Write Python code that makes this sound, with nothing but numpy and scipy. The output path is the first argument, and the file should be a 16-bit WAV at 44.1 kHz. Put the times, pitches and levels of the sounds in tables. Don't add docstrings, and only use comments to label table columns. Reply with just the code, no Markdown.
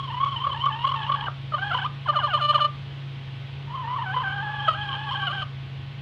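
import sys
import numpy as np
from scipy import signal
from scipy.fft import rfft, irfft, next_fast_len
from scipy.io import wavfile
from scipy.ndimage import uniform_filter1d, map_coordinates

SR = 44100
rng = np.random.default_rng(int(sys.argv[2]) if len(sys.argv) > 2 else 0)


def boost(x):
    u = np.asarray(x, float) / 20
    return 10 ** u


def store_wav(level_fs):
    pcm = np.round(np.clip(np.atleast_2d(level_fs), -1, 1) * 32767)
    wavfile.write(sys.argv[1], SR, pcm.T.astype(np.int16))


N = 265041

# frequency_hz, gain_db
WINDPIPE = [(300, -44), (500, -4.5), (600, -7.5), (800, -14.5), (1150, 9), (1400, -1.5), (1600, -9),
            (1900, -20.5), (2250, -21.5)]
# frequency_hz, gain_db
BEAK = [(2300, -20), (2650, -13), (3020, 0), (3300, -9), (3650, -22), (4200, -15), (4900, -36), (6000, -46),
        (6700, -35), (7500, -54), (8450, -41), (9600, -47), (11000, -60), (15000, -62)]
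SLIDE_DB = -31.5


def unit(x):
    return x / np.sqrt(np.mean(x ** 2) + 1e-20)


def along(points, hz):
    f, v = np.transpose(points)
    return np.interp(np.log(hz + 1), np.log(f + 1), v)


def wobble(rate):
    knots = rng.standard_normal(int(N * rate / SR) + 4)
    return map_coordinates(knots, [np.arange(N) * rate / SR])


def coloured(x, points):
    m = next_fast_len(N + 8192)
    gain = boost(along(points, np.fft.rfftfreq(m, 1 / SR)))
    return irfft(rfft(x, m) * gain, m)[:N]


def coloured_noise(points):
    return unit(coloured(rng.standard_normal(N), points))


def hen():
    # time_s, rasp_db, pitch_jitter_share
    breathiness = [(0, -16, .018), (.8, -13, .024), (1.3, -9, .045), (1.5, -15, .015), (1.7, -15, .018),
                   (1.8, -10, .035), (2.05, -22, .008), (2.7, -22, .007), (3.7, -14, .025),
                   (4.4, -13, .018), (4.88, -13, .018), (4.94, -5, .045), (5.0, -13, .018),
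                   (5.5, -10, .022)]
    voice, time = np.zeros(N), np.arange(N) / SR
    rasp_s, *rasp_columns = np.transpose(breathiness)
    rasp_db, jitter = (np.interp(time, rasp_s, column) for column in rasp_columns)
    waver = 1 + jitter * (wobble(150) + .6 * wobble(300))
    low_flutter, high_flutter = boost(.8 * wobble(120)), boost(110 * jitter * wobble(170))

    low_air = coloured_noise(WINDPIPE + [(2400, -120)])
    high_air = coloured_noise([(2000, -120)] + BEAK[:5] + [(4300, -30), (9000, -70)])
    beads = coloured_noise([(3060 + side * 190, -9 * side ** 2) for side in np.arange(-4, 5)])
    sizzle = coloured_noise([(3600, -120)] + BEAK[5:] + [(15500, -120)])

    for throbs in calls():
        span = slice(round(throbs[0][0] * SR), round(throbs[-1][0] * SR))
        rasp = rasp_db[span]
        glide, octave, level, bright = gestures(throbs, time[span])
        low, high, phase = harmonics(glide * waver[span], octave)
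        gate = boost(rasp) * (1 + 0.26 * np.cos(phase))
        windpipe_sound = low + gate * low_air[span]
        beak_sound = (high + boost(7) * gate * high_air[span]) / np.hypot(1, boost(8 + rasp))
        voice[span] += level * windpipe_sound * low_flutter[span]
        voice[span] += bright * beak_sound * high_flutter[span]
        voice[span] += bright * boost(3.5 + rasp) * beads[span]
        voice[span] += bright * boost(-27) * (1 + np.cos(phase)) * sizzle[span]
    return voice


def harmonics(glide, octave):
    pitch = glide * 2. ** octave
    phase = 2 * np.pi * np.cumsum(glide) / SR * 2. ** octave
    k = np.arange(1, 27)[:, None]
    hz = k * pitch
    flip_fade = np.clip(1 - 2 * (uniform_filter1d(octave * 1., size=400) - octave), 0, 1)
    odd = flip_fade * boost(-14 * np.clip((572 - pitch) / 20, 0, 1))
    source = np.where(k % 2, odd, 1)

    low = source * boost(along(WINDPIPE, hz)) * (hz < 2300)
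    high = source * boost(along(BEAK, hz)) * (hz >= 2300) * (hz < SR / 3)
    top = hz > 3800
    high_note_loss_db = 13 * top * np.clip((pitch - 630) / 60, 0, 1)
    high *= boost(-high_note_loss_db - 5.8 * top * (pitch < 560) - 2 * (hz > 5000))

    waves = np.sqrt(2) * np.sin(k * phase)
    low_power = uniform_filter1d((low ** 2).sum(0), size=150)
    high_power = uniform_filter1d((high ** 2).sum(0), size=500)
    beak_even = 0.67
    low = (low * waves).sum(0) / np.sqrt(low_power)
    high = (high * waves).sum(0) / high_power ** (beak_even / 2)
    return low, high, phase


def gestures(throbs, t):
    s, peak_db, hz, dip_db, beak_db = np.transpose(throbs)
    step = np.diff(np.log2(hz))
    flips = np.r_[0, np.cumsum((step > .5) * 1 - (step < -.72))]
    rows = np.arange(len(s))
    place = np.interp(t, s, rows)
    octave = flips[np.round(place).astype(int)]
    dip = dip_db[place.astype(int)] * np.sin(np.pi * place) ** 4
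    dwell = place - np.sin(2 * np.pi * place) / (2 * np.pi) * .75
    glide = 2 ** (np.interp(dwell, rows, np.log2(hz) - flips) + .002 * dip)
    edge = np.clip(np.minimum(t - s[0] + (s[0] == 0), s[-1] - t) / 0.019, 0, 1)
    level = boost(np.interp(dwell, rows, peak_db) + 1.4 * dip)
    bright = boost(np.interp(dwell, rows, beak_db) + 1.0 * dip)
    return glide, octave, level * edge, bright * edge


def calls():
    # time_s, peak_db, pitch_hz
    moan = [(0.0, -29, 1102), (.045, -33.5, 1090), (.09, -34.5, 1044), (.144, -30, 982),
            (.178, -27.5, 1017), (.212, -22.5, 1097), (.237, -16.5, 1123), (.267, -21.5, 1104),
            (.281, -24.5, 1101), (.329, -27.5, 1073), (.349, -29, 534.7), (.421, -28.5, 1047),
            (.449, -22, 1106), (.473, -20.5, 553.2), (.499, -26.5, 539.6), (.533, -27.5, 547),
            (.643, -20.5, 1088), (.668, -16, 1140), (.69, -23.5, 1115), (.85, -16, 1093),
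            (.876, -23.5, 557.2), (.896, -22.5, 1078), (.92, -24, 1093), (.946, -22.5, 1085),
            (1.098, -18.5, 547), (1.123, -22, 1109), (1.149, -20.5, 1091), (1.273, -30, 823),
            (1.287, -15.5, 596), (1.293, -44, 611)]
    # time_s, peak_db, pitch_hz
    squawk = [(1.519, -19.5, 663.8), (1.546, -21, 590.7), (1.574, -34, 1119), (1.586, -32, 750),
              (1.632, -26.5, 775), (1.702, -31, 815), (1.718, -22, 676), (1.74, -26, 770),
              (1.75, -22, 505.7), (1.774, -27.5, 997), (1.79, -29.5, 798), (1.828, -29, 782.6),
              (1.852, -23, 1100), (1.864, -18.5, 1188), (1.874, -44, 1227)]
    # time_s, peak_db, pitch_hz
    wail = [(3.67, -39, 913.5), (3.715, -37.5, 970), (3.753, -31, 1069), (3.847, -34, 900.3),
            (3.883, -30.5, 966), (3.939, -27.5, 1021), (3.969, -26.5, 1127), (4.025, -27.5, 1005),
            (4.04, -36, 864), (4.071, -30.5, 758), (4.135, -33, 797.5), (4.147, -27, 1036),
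            (4.171, -23, 509.2), (4.216, -27, 515.4), (4.246, -29, 774), (4.4, -31, 794),
            (4.672, -30, 813.2), (4.687, -14.5, 641.3), (4.712, -26.5, 631), (4.735, -30, 624.3),
            (4.757, -35, 818.2), (5.096, -32, 793.4), (5.118, -27.5, 1034), (5.138, -26.5, 1082),
            (5.155, -31, 786), (5.226, -29.5, 787.6), (5.278, -27.5, 727), (5.308, -33, 595),
            (5.43, -26.5, 599.5), (5.444, -51, 567)]
    # time_s, pitch_hz, level_db
    drone_points = [(1.7, 816, -29), (3.8, 1011, -33.5), (3.97, 980, -28), (4.09, 748, -36),
                    (4.14, 802, -17.5), (4.33, 784, -30.5), (4.46, 857, -31.5), (4.8, 810, -33.5),
                    (5.02, 852, -35.5), (5.19, 830, -34), (5.42, 770.4, -32.5)]
    # time_s, ring_db
    gape = [(0, -39), (.37, -38.5), (.48, -40.5), (.62, -37.5), (.77, -42), (.85, -34.5), (1.28, -41),
            (1.55, -41.5), (1.75, -35), (2.1, -42.5), (2.5, -36), (3.9, -50), (4.2, -43), (4.45, -43),
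            (4.65, -38.5), (4.94, -36), (5.03, -36), (5.28, -35.5)]

    def climb(t, u):
        slack_hz, climb_to_hz = 899, 1057
        return slack_hz - 55 * t + (climb_to_hz - slack_hz) * u ** 2.2, -33.5

    def drone(t, u):
        drone_s, *columns = np.transpose(drone_points)
        return [np.interp(t, drone_s, column) for column in columns]

    four_calls = [(murmured(moan, climb, .015, 0.078, -11), 0.12),
                  (murmured(squawk, drone, .026, .03, -8.5), .4),
                  (cackle(), 0.83),
                  (murmured(wail, drone, .026, .03, -5.5), 0.73)]
    out = []
    for rows, ring_grows in four_calls:
        s, db, hz, dip = np.transpose(rows)
        tuned_db = along(BEAK, np.arange(2, 8)[:, None] * hz).max(0)
        ring_db = np.interp(s, *np.transpose(gape)) + ring_grows * (db - SLIDE_DB) + 0.1 * (tuned_db + 7.5)
        out.append(np.c_[s, db, hz, dip, ring_db])
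    return out


def murmured(throbs, slack, step_s, scatter, dip_db):
    fill_over_s, murmur_dip, murmur_db = .048, 0.453, 0.5
    chance, rows = rng.standard_normal((700, 4)), []
    for (s, db, hz), (after, *_) in zip(throbs, throbs[1:] + throbs[-1:]):
        gap = after - s
        wide = gap > fill_over_s
        rows.append((s, db, hz, murmur_dip * dip_db if wide else dip_db * min(gap / 0.027, 1) ** 2))
        count = round(gap / step_s) if wide else 1
        for i in range(1, count):
            u = i / count
            a, b, c, d = np.clip(chance[round((s + u * gap) * 100)], -2, 2)
            t = s + (u + a / (5 * count)) * gap
            pitch, level = slack(t, i / max(count - 1, 1))
            pitch = pitch * (1 + scatter * (1 - u) * c)
            rows.append((t, level + murmur_db * b, pitch, murmur_dip * dip_db * (1 + d / 2)))
    return rows


def cackle():
    # peak_s, peak_db
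    notes_played = [(2.097, -16.5), (2.168, -18), (2.244, -20), (2.346, -17), (2.422, -21.5),
                    (2.445, -21.5), (2.506, -17.5), (2.556, -15.5), (2.616, -20), (2.659, -16)]
    # start_s, level_db
    breaks = [(2.065, -28.5), (2.127, -33), (2.191, -21.5), (2.273, -24), (2.377, -22.5), (2.528, -27.5),
              (2.582, -25)]
    note_hz, break_hz, fall_hz, land_hz = 592.7, 1060, 830, 714.5
    turn_s, land_s, release_s = .01, 0.018, 0.011
    hold_s = .005
    note_tops, flips = np.transpose(notes_played)[0], np.transpose(breaks)[0]
    rows = [(flips[0] - land_s, -51, break_hz, -4), (note_tops[-1] + release_s, -34, note_hz, 0)]
    for (s, db), after in zip(notes_played, np.r_[note_tops[1:], 0]):
        broken = np.any((flips > s) & (flips < after))
        dip_db = 0 if broken else -210 * max(after - s, 0)
        rows += [(s - hold_s, db - 2.5, note_hz * 1.01, 0), (s + hold_s, db - 1.5, note_hz, dip_db)]
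    for s, db in breaks:
        land = note_tops[note_tops > s][0] - land_s
        fall_s = min(s + turn_s, (s + land) / 2)
        fall_db = SLIDE_DB - 3.5 + 60 * (land - s)
        rows += [(s, db, break_hz, -3), (fall_s, fall_db, fall_hz, -1.5), (land, SLIDE_DB, land_hz, 0)]
        if s > flips[0]:
            rows.append((s - turn_s, db - 6, note_hz, -5))
    return sorted(rows)


def pips():
    # peak_s, peak_db, pitch_hz
    whistles = [(.297, -36, 3060), (0.324, -32, 3060), (0.369, -23, 3034), (.407, -30.5, 3070),
                (.44, -28.5, 3100), (.52, -26.5, 3060), (.548, -37.5, 3048), (.617, -26, 3060),
                (.637, -33, 3060), (.66, -25, 3060), (0.727, -28.5, 3040), (.745, -32, 3100),
                (.83, -30.5, 2920), (.89, -30.5, 2950), (1.046, -30, 2993), (1.262, -30, 2940),
                (1.752, -26.5, 3020), (1.776, -29, 3090), (2.201, -25, 2930), (2.31, -29, 2840),
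                (4.604, -29, 3130), (4.656, -29, 3190), (4.82, -29, 3160), (4.939, -26.5, 3160),
                (5.096, -29, 3143), (5.158, -28, 3110), (5.226, -29, 3090), (5.277, -21.5, 2925)]
    out, t = np.zeros(N), np.arange(-SR // 40, SR // 40) / SR
    bell = np.exp(-(t / 0.0045) ** 2 / 2)
    for (s, db, hz), turn in zip(whistles, rng.uniform(0, 2 * np.pi, len(whistles))):
        burst = boost(db) * bell * np.sin(2 * np.pi * hz * t + turn)
        out[round(s * SR) - SR // 40:][:len(t)] += burst
    return out


def second_voice():
    # time_s, pitch_hz, level_db
    whistle_paths = [
        [(.95, 1101, -43.5), (1.27, 1103, -44)],
        [(4.5, 1157, -52), (4.6, 1150, -49), (4.67, 1170, -51)],
        [(4.88, 1157, -53), (4.93, 1060, -36.5), (4.97, 1130, -62), (5.14, 1119, -39), (5.17, 1131, -40),
         (5.26, 1116, -40), (5.33, 1157, -47)],
    ]
    out, time = np.zeros(N), np.arange(N) / SR
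    for rows in whistle_paths:
        s, hz, db = np.transpose(rows)
        edge = np.clip(np.minimum(time - s[0], s[-1] - time) / 0.0073, 0, 1)
        pitch = np.interp(time, s, hz) * (1 + 0.0081 * wobble(70))
        phase = 2 * np.pi * np.cumsum(pitch) / SR
        out += edge * boost(np.interp(time, s, db) + 6.0 + 4.8 * wobble(50)) * np.sin(phase)
    return out


def shavings():
    # start_s, peak_db
    litter_ticks = [
        (0.247, -40.5),
        (0.438, -54),
        (0.6583, -40),
        (.722, -54),
        (.99, -58.5),
        (1.04, -58),
        (1.261, -52),
        (1.743, -49.5),
        (4.6873, -44),
        (5.27, -54),
    ]
    out, t = np.zeros(N + SR), np.arange(SR // 20) / SR
    for s, db in litter_ticks:
        out[round(s * SR):][:len(t)] += boost(db - 60 * t / .015) * rng.standard_normal(len(t))
    return coloured(out[:N], [(300, -23), (1000, 5.5), (3000, 24.5), (6000, -2.5), (15000, -32)])


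def box(x):
    # frequency_hz, t60_s
    box_decay = [(300, 0.22), (1200, 0.29), (4000, 0.063), (12000, 0.0067)]
    hz, t, z = signal.stft(rng.standard_normal(SR // 3), SR, nperseg=256)
    decay = boost(-60 * t / along(box_decay, hz)[:, None])
    tail = signal.istft(z * decay, SR, nperseg=256)[1]
    return signal.fftconvolve(np.pad(x, (200, 0)), tail / np.linalg.norm(tail))[:N]


def motor():
    # multiple, level_db
    shaft_orders = [(3, -68.5), (4, -45.5), (5, -36.5), (7, -58.5), (25, -64), (30, -63.5), (35, -66),
                    (40, -62.5), (45, -71), (55, -64.5)]
    phase = 2 * np.pi * 27.31 * np.arange(N) / SR
    hum = np.zeros(N)
    for k, db in shaft_orders:
        strength = np.sqrt(2) * boost(db + wobble(16.0))
        hum += strength * np.sin(k * phase + 1.4 * wobble(4.4) + rng.uniform(0, 2 * np.pi))
    return hum


def air():
    # frequency_hz, density_db_per_hz
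    hiss_spectrum = [(20, -12.5), (50, -4.5), (90, 10), (140, 3), (200, -5), (320, -5), (630, -11.5),
                     (1500, -12.5), (3200, -7.5), (4000, -15.5), (5300, -28.5), (7000, -39.5),
                     (10000, -49.5), (15000, -50.5)]
    z = signal.stft(rng.standard_normal(N), nperseg=512)[2]
    field = uniform_filter1d(rng.standard_normal(z.shape), size=6, axis=0)
    field = uniform_filter1d(field, size=12, axis=1)
    hiss = signal.istft(z * boost(.8 * unit(field)), nperseg=512)[1][:N]
    return boost(-44 + 0.35 * wobble(0.68)) * unit(coloured(hiss, hiss_spectrum))


def scene():
    near = hen() + pips() + second_voice() + shavings()
    echo = boost(-17) * box(near)
    return (near + echo + motor() + air())[None]


def roll_off(x):
    return signal.sosfilt(signal.butter(12, 15300, fs=SR, output="sos"), x)


def record(dry):
    return roll_off(dry)


dry = scene()
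out = record(dry)
store_wav(out)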